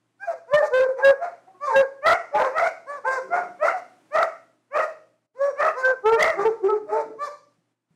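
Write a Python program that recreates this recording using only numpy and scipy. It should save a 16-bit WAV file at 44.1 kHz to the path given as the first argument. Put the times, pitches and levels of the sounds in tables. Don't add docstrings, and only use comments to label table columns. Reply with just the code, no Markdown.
import sys
import numpy as np
from scipy import signal
from scipy.fft import rfft, irfft, next_fast_len
from scipy.io import wavfile
from scipy.ndimage import map_coordinates

SR = 44100
rng = np.random.default_rng(int(sys.argv[2]) if len(sys.argv) > 2 else 0)


def digitize_waveform(pressure):
    field = np.atleast_2d(pressure).T
    bounded = np.clip(field, -1, 1)
    quanta = np.round(bounded * 32767).astype(np.int16)
    wavfile.write(sys.argv[1], SR, quanta)


def to_linear_factor(level_db):
    exponent = np.asarray(level_db, float) / 20
    return 10 ** exponent


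N = 350771


def dogs():
    # full voice at t/s, hold t/s, pitch f/Hz, level/dB,
    # mouth resonance [multiples of the pitch]
    barks = [
        (2.065, 0.069, 680.8, -14, 2.3),
        (2.57, 0.1, 696.5, -21, 2.2),
        (3.635, 0.071, 673.8, -20, 2.1),
        (4.155, 0.077, 673.8, -19, 2.1),
        (4.755, 0.084, 635, -21.5, 1.9),
        (5.605, .085, 642.3, -19.5, 2.1),
        (6.195, 0.095, 664, -18, 2.7),
    ]
    yelps = [
        (.542, 0.051, 609.7, -12, 3.86),
        (.74, 0.053, 522.8, -15, 3.62),
        (5.415, 0.074, 568.8, -18, 4.8),
    ]
    swells = [
        (1.05, 0.058, 551.1, -10, 3.52),
        (1.765, .05, 545.3, -11, 3.51),
        (5.85, .065, 520.1, -16, 3.05),
    ]
    woofs = [
        (6.06, .09, 452.8, -13.5, 2.51),
        (6.645, .03, 398.6, -16, 1.3),
        (6.93, 0.06, 446, -20, 2.13),
    ]
    whines = [
        (.235, 0.016, 816, -32.5, 2.05),
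        (1.64, 0.027, 595, -26, 2.05),
        (7.22, .025, 591.3, -25.5, 2.18),
    ]
    cries = [
        (.512, .015, 530, -36, 2.2),
        (5.385, .015, 530, -41.5, 1.55),
        (2.9, 0.061, 577.6, -30.5, 2.4),
        (3.08, 0.083, 528.7, -20, 3),
        (5.785, 0.069, 522, -27, 2.14),
    ]
    gruffs = [
        (2.415, .05, 525.8, -19.5, 2.7),
        (.99, 0.038, 503.6, -28.5, 1.7),
        (1.225, 0.036, 706.5, -26, 0.88),
        (2.355, .06, 610.6, -19.5, 1.1),
        (3.335, 0.043, 716.5, -19, 2.3),
        (6.395, 0.035, 409.2, -21, 3.5),
        (6.9, .1, 647.7, -31.5, 0.98),
    ]
    joins = [
        (.538, 0.017, 528.3, -20.5, 2.05),
        (.63, .03, 428.3, -24, 1.95),
        (1.0, 0.04, 439, -28, 2.05),
        (1.48, .03, 381, -46, 1.9),
        (1.55, .03, 370.5, -52, 2.8),
        (2.105, .03, 455.3, -30, 2.05),
        (2.35, .09, 433.2, -19, 2.05),
        (3.055, 0.024, 448.3, -23.5, 2.05),
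        (3.365, 0.024, 447.7, -30.5, 2.05),
        (6.4, .03, 596.3, -28, 1.8),
    ]
    again = [
        (.685, 0.023, 617.3, -28.5, 0.94),
        (.8, .045, 528.8, -14, 4.44),
        (.89, 0.017, 525, -17.5, 0.76),
        (6.455, 0.021, 449.4, -13.5, 1.97),
        (6.505, 0.022, 451, -23.5, 1),
        (6.69, .03, 434.4, -19.5, 2.7),
        (6.725, .04, 427, -20.5, 1.68),
    ]
    coughs = [(.335, .03, 520, -38, 1.1), (.285, .03, 661, -22.5, 1.36), (.625, 0.03, 596.4, -18, 1.34),
              (1.68, 0.035, 522, -21.5, 2.4), (1.71, 0.049, 441.7, -20.5, 2.05),
              (2.63, 0.043, 661.3, -19.5, 1.2), (3.405, 0.019, 694, -26, 1.58),
              (3.63, 0.022, 586.3, -19.5, 0.98), (6.97, .03, 599, -22.5, 0.78),
              (3.745, 0.03, 727, -24.5, 1.43), (4.26, 0.019, 656, -27, 0.88),
              (4.88, 0.026, 639.4, -31.5, 0.88), (6.3, 0.023, 612.4, -22.5, 2.74)]
    # lead-in t/s, how far down it starts level/dB, release t/s,
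    # how far down it ends level/dB, fade over the hold level/dB
    breaths = dict(bark=(.055, 33.8, .04, 15, 3.95), yelp=(0.044, 33, 0.036, 13, 3),
               swell=(.035, 21, .04, 20, 2), woof=(0.041, 42, .04, 14, 3.4),
               whine=(.045, 22, .05, 7.7, 3.2), cry=(.045, 19, .04, 8, 4), gruff=(.045, 28, 0.044, 15, 4.7),
               join=(0.019, 19, 0.026, 15, 9), again=(0.02, 31, .035, 15, 3.5),
               cough=(.025, 22, .035, 12, 4.4))
    # how far below it starts [share], settling t/s, climb [share per second]
    glides = dict(bark=(.28, .035, 0), yelp=(.24, .022, -.1), swell=(.04, .02, .05), woof=(.17, .025, .45),
              whine=(.15, .02, 0), cry=(.33, .016, -.25), gruff=(.1, .025, .3), join=(.05, .02, .4),
              again=(.02, .02, .3), cough=(-.06, .03, -.7))
    # shut partials 2 and 3 level/dB, lift at the resonance level/dB,
    # its width [partials], opening at start and at end [0-1]
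    mouths = dict(bark=(-5, -8, 13.5, 1.38, -0.4, 0.05), yelp=(-15, -22.5, 21, 1.34, 0.1, 0.8),
              swell=(-19.5, -25.5, 26, 0.81, 1.82, 0.62), woof=(-12, -15, 13, .6, .7, .6),
              whine=(-7, -13, 21.5, 1, 1.2, 0.56), cry=(-7, -11.5, 15.5, 1.68, 1.3, 0.64),
              gruff=(-10.5, -20, 15, 2.7, 2.7, 1.56), join=(-7, -22, 25, .6, .9, .9),
              again=(-17.5, -21, 23.5, 1.18, 0.1, .5), cough=(-10.5, -23.5, 21.5, 0.66, 2.3, 1.04))
    shakes = dict(bark=.08, yelp=.009, swell=.006, woof=.006, whine=.008, cry=.008, gruff=.035, join=.04, again=.006, cough=.045)
    # hoarse noise level/dB, upper partials level/dB, brightness level/dB,
    # final pitch drop [share], room level/dB
    voices = dict(bark=(-8.5, 2.5, -33, .12, -9.5), yelp=(-24.5, -28.5, -39.5, .25, -6.5),
              swell=(-19, -24, -42.5, .25, -12.5), woof=(-21.5, -40, -43, .2, -7.5),
              whine=(-17, -6, -26.5, .3, -5.5), cry=(-14, -8, -29.5, .2, -7.5),
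              gruff=(-7, -12, -34.5, .15, -5), join=(-6, -19, -41, .05, -8.5),
              again=(-19, -29, -43.5, .25, -9), cough=(-11.5, -12.5, -31.5, .12, -9.5))
    # start t/s, end t/s, pitch f/Hz, level/dB
    growls = [
        (6.8, 6.99, 148, -67),
        (6.33, 6.52, 170, -59.5),
        (3.217, 3.52, 189, -63),
        (6.995, 7.197, 161, -67.5),
    ]

    kinds = dict(bark=barks, yelp=yelps, swell=swells, woof=woofs, whine=whines, cry=cries,
                 gruff=gruffs, join=joins, again=again, cough=coughs)
    calls = []
    for kind, rows in kinds.items():
        for row in rows:
            path = gesture(row, breaths[kind], glides[kind], mouths[kind])
            calls.append((path, shakes[kind], *voices[kind]))
    for start, end, hz, db in growls:
        path = [(start, hz, db, db + 17.0, db + 0.5), (end, hz, db, db + 5.5, db + 4.0)]
        calls.append((path, .12, -14, -20, -40, .1, -8))

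    out = np.zeros(N + SR)
    for path, *voice, room_db in calls:
        sound = in_room(call(path, *voice), room_db)
        first = round(path[0][0] * SR)
        out[first:first + len(sound)] += sound
    return out[:N]


def gesture(row, breath, glide, mouth):
    full_s, hold_s, hz, db, resonance = row
    lead_s, lead_db, release_s, release_db, fade_db = breath
    scoop, scoop_s, climb = glide
    second_db, third_db, lift_db, width, first, last = mouth
    end_s = hold_s + release_s
    since = np.r_[np.linspace(-lead_s, 0, 4), np.linspace(0, hold_s, 5)[1:], end_s]
    pitch = hz * (1 - scoop * np.exp(-(since + lead_s) / scoop_s) + climb * (since - hold_s / 2))
    down_db = np.interp(since, [-lead_s, 0, hold_s, end_s], [lead_db, 0, fade_db, fade_db + release_db])
    opening = np.interp(since, [-lead_s, hold_s / 3, end_s], [first, 1, last])
    lift = lift_db * np.exp(-((np.arange(1, 4) - resonance) / width) ** 2)
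    partials = np.array([[0], [second_db], [third_db]]) + lift[:, None] * opening
    partials = partials - 10 * np.log10(np.sum(to_linear_factor(partials) ** 2, axis=0))
    return np.c_[full_s + since, pitch, (db - down_db + partials).T]


def call(path, shake, hoarse_db, upper_db, hiss_db, drop):
    # f/Hz, level/dB
    throat = [(200, -35), (400, -7.5), (700, 2), (1400, -3.5), (2300, -14.5), (2900, -35), (4000, -48.5),
              (8000, -72)]
    # f/Hz, level/dB
    nose = [(2000, -44.5), (3000, -26), (3700, -8.5), (4700, -6), (5800, -5.5), (7500, -10), (10000, -19.5),
            (15000, -29)]
    s, *columns = np.transpose(path)
    t = np.arange(round(s[0] * SR), round(s[-1] * SR)) / SR
    since, left = t - s[0], s[-1] - t
    pitch, *level_db = [np.interp(t, s, column) for column in columns]
    pitch = pitch * (1 - drop * np.clip(1 - left / 0.041, 0, 1) ** 2)

    strain = np.clip((since - .03) / .05, .06, 1)
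    unsteady = .75 * shake * strain * wobble(320, len(t))
    turn = 2 * np.pi * np.cumsum(pitch * (1 + unsteady)) / SR

    def shimmer():
        return to_linear_factor(60 * shake * strain * wobble(160, len(t)))

    voice = np.zeros(len(t))
    for k, db in enumerate(level_db):
        voice += np.sqrt(2) * to_linear_factor(db) * shimmer() * np.sin((k + 1) * turn + k)
    loud = np.sqrt(sum(to_linear_factor(db) ** 2 for db in level_db))
    for k in (4, 5):
        upper = to_linear_factor(upper_db + along(throat, k * pitch))
        voice += loud * upper * shimmer() * np.sin(k * turn + k * k)
    leak = (0.35 + strain) * to_linear_factor(hoarse_db) * gated_noise(turn, throat)

    buzz = np.zeros(len(t))
    for k in range(6, 22):
        buzz += to_linear_factor(along(nose, k * pitch) + 5 * wobble(25, len(t))) * np.sin(k * turn + k * k)
    airy = np.clip(.3 + 14 * shake * strain, 0, 1)
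    bright = airy * gated_noise(turn, nose) + (1 - airy) * unit(buzz)
    hiss = to_linear_factor(hiss_db) * bright * loud ** -.15
    hiss = (0.48 + 0.72 * strain) * to_linear_factor(2.7 * wobble(41, len(t))) * hiss
    edge = np.clip(np.minimum(since / .02, left / .015), 0, 1)
    return edge * (voice + loud * (leak + hiss))


def gated_noise(turn, colour):
    puffs = rng.standard_normal(SR)[:len(turn)] * (1 + 2.3 * np.cos(turn))
    return unit(filtered(puffs, lambda hz: to_linear_factor(along(colour, hz))))


def in_room(x, room_db):
    # f/Hz, t/s
    fade_times = [(200, 0.72), (800, 0.35), (2000, 0.4), (5500, 0.58), (12000, 0.4)]
    hz, t, z = signal.stft(rng.standard_normal(int(.7 * SR)), SR, nperseg=256)
    fading = z * to_linear_factor(-60 * t / along(fade_times, hz)[:, None])
    tail = signal.istft(fading, SR, nperseg=256)[1]
    answer = to_linear_factor(room_db) * np.pad(tail, (500, 0)) / np.linalg.norm(tail)
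    answer[0] = 1
    return signal.fftconvolve(x, answer)


def paws():
    # t/s, level/dB
    steps = [
        (7.488, -78),
        (7.581, -59),
        (7.906, -54),
        (7.938, -61.5),
    ]
    out, t = np.zeros(N + SR), np.arange(SR // 10) / SR
    for s, db in steps:
        knock = np.sin(2 * np.pi * 165 * t) * (1 - np.exp(-t / 0.0023)) * to_linear_factor(-60 * t / 0.11)
        scuff = to_linear_factor(-27 - 60 * t / 0.019) * rng.standard_normal(len(t))
        first = round(s * SR)
        out[first:first + len(t)] += to_linear_factor(db) * (knock + scuff)
    return out[:N]


def room_tone():
    # f/Hz, level/dB per Hz
    air_colour = [(25, -52.5), (90, -44.5), (125, -20.5), (200, -14), (310, -6), (450, -19.5), (620, -17.5),
                  (1300, -21), (2500, -27), (5000, -33.5), (9000, -34), (15000, -52)]
    # f/Hz, level/dB
    hum_tones = [(118.4, -76), (166.9, -80.5)]
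    # from t/s, to t/s, level/dB, slide t/s
    gate = [
        (0, 0.173, -3, .02),
        (4.6, 4.68, -5, 0.16),
        (5.2, 5.3, -5, .1),
        (5.274, 5.332, -18, 0.016),
        (7.63, 7.953, -5, 0.078),
        (7.76, 7.88, -9, .04),
    ]
    t = np.arange(N) / SR
    air = unit(filtered(rng.standard_normal(N), lambda hz: to_linear_factor(along(air_colour, hz))))
    air = to_linear_factor(-66.5 + 2.7 * wobble(1.1, N)) * air
    hum = np.zeros(N)
    for hz, db in hum_tones:
        hum += np.sqrt(2) * to_linear_factor(db + 1.5 * wobble(26, N)) * np.sin(2 * np.pi * hz * t)
    duck_db = np.zeros(N)
    for shut, back, db, slide_s in gate:
        duck_db += db * np.clip(np.minimum(t - shut, back - t) / slide_s + 1, 0, 1)
    return (air + hum) * to_linear_factor(duck_db - 1)


def unit(x):
    return x / np.sqrt(np.mean(x ** 2) + 1e-20)


def along(points, hz):
    f, v = np.transpose(points)
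    return np.interp(np.log(hz + 1), np.log(f + 1), v)


def filtered(x, response):
    m = next_fast_len(len(x) + 8192)
    return irfft(rfft(x, m) * response(np.fft.rfftfreq(m, 1 / SR)), m)[:len(x)]


def wobble(rate, size):
    knots = rng.standard_normal(int(max(size, SR) * rate / SR) + 4)
    return map_coordinates(knots, [np.arange(size) * rate / SR])


def scene():
    return (dogs() + paws() + room_tone())[None]


def top_cut(x):
    return signal.sosfilt(signal.butter(12, 15730, fs=SR, output="sos"), x)


def record(dry):
    # t/s, level/dB
    limits = [(.57, -10.5), (.8, -13.5), (1.08, -7.5), (1.79, -10), (2.1, -10.5), (2.4, -14), (2.64, -13),
              (3.35, -11.5), (3.69, -9.5), (4.19, -11.5), (5.44, -14), (5.64, -11.5), (6.1, -10.5),
              (6.24, -14), (6.47, -12), (6.66, -13.5), (6.94, -10)]
    ceiling = to_linear_factor(np.interp(np.arange(N) / SR, *np.transpose(limits)))
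    top = ceiling * np.where(dry[0] > 0, 1, 1.03)
    clipped = dry[0] / (1 + np.abs(dry[0] / top) ** 24) ** (1 / 24)
    mix = filtered(clipped, lambda hz: (1j * hz / (40 + 1j * hz)) ** 2)
    return top_cut(mix[None])


dry = scene()
out = record(dry)
digitize_waveform(out)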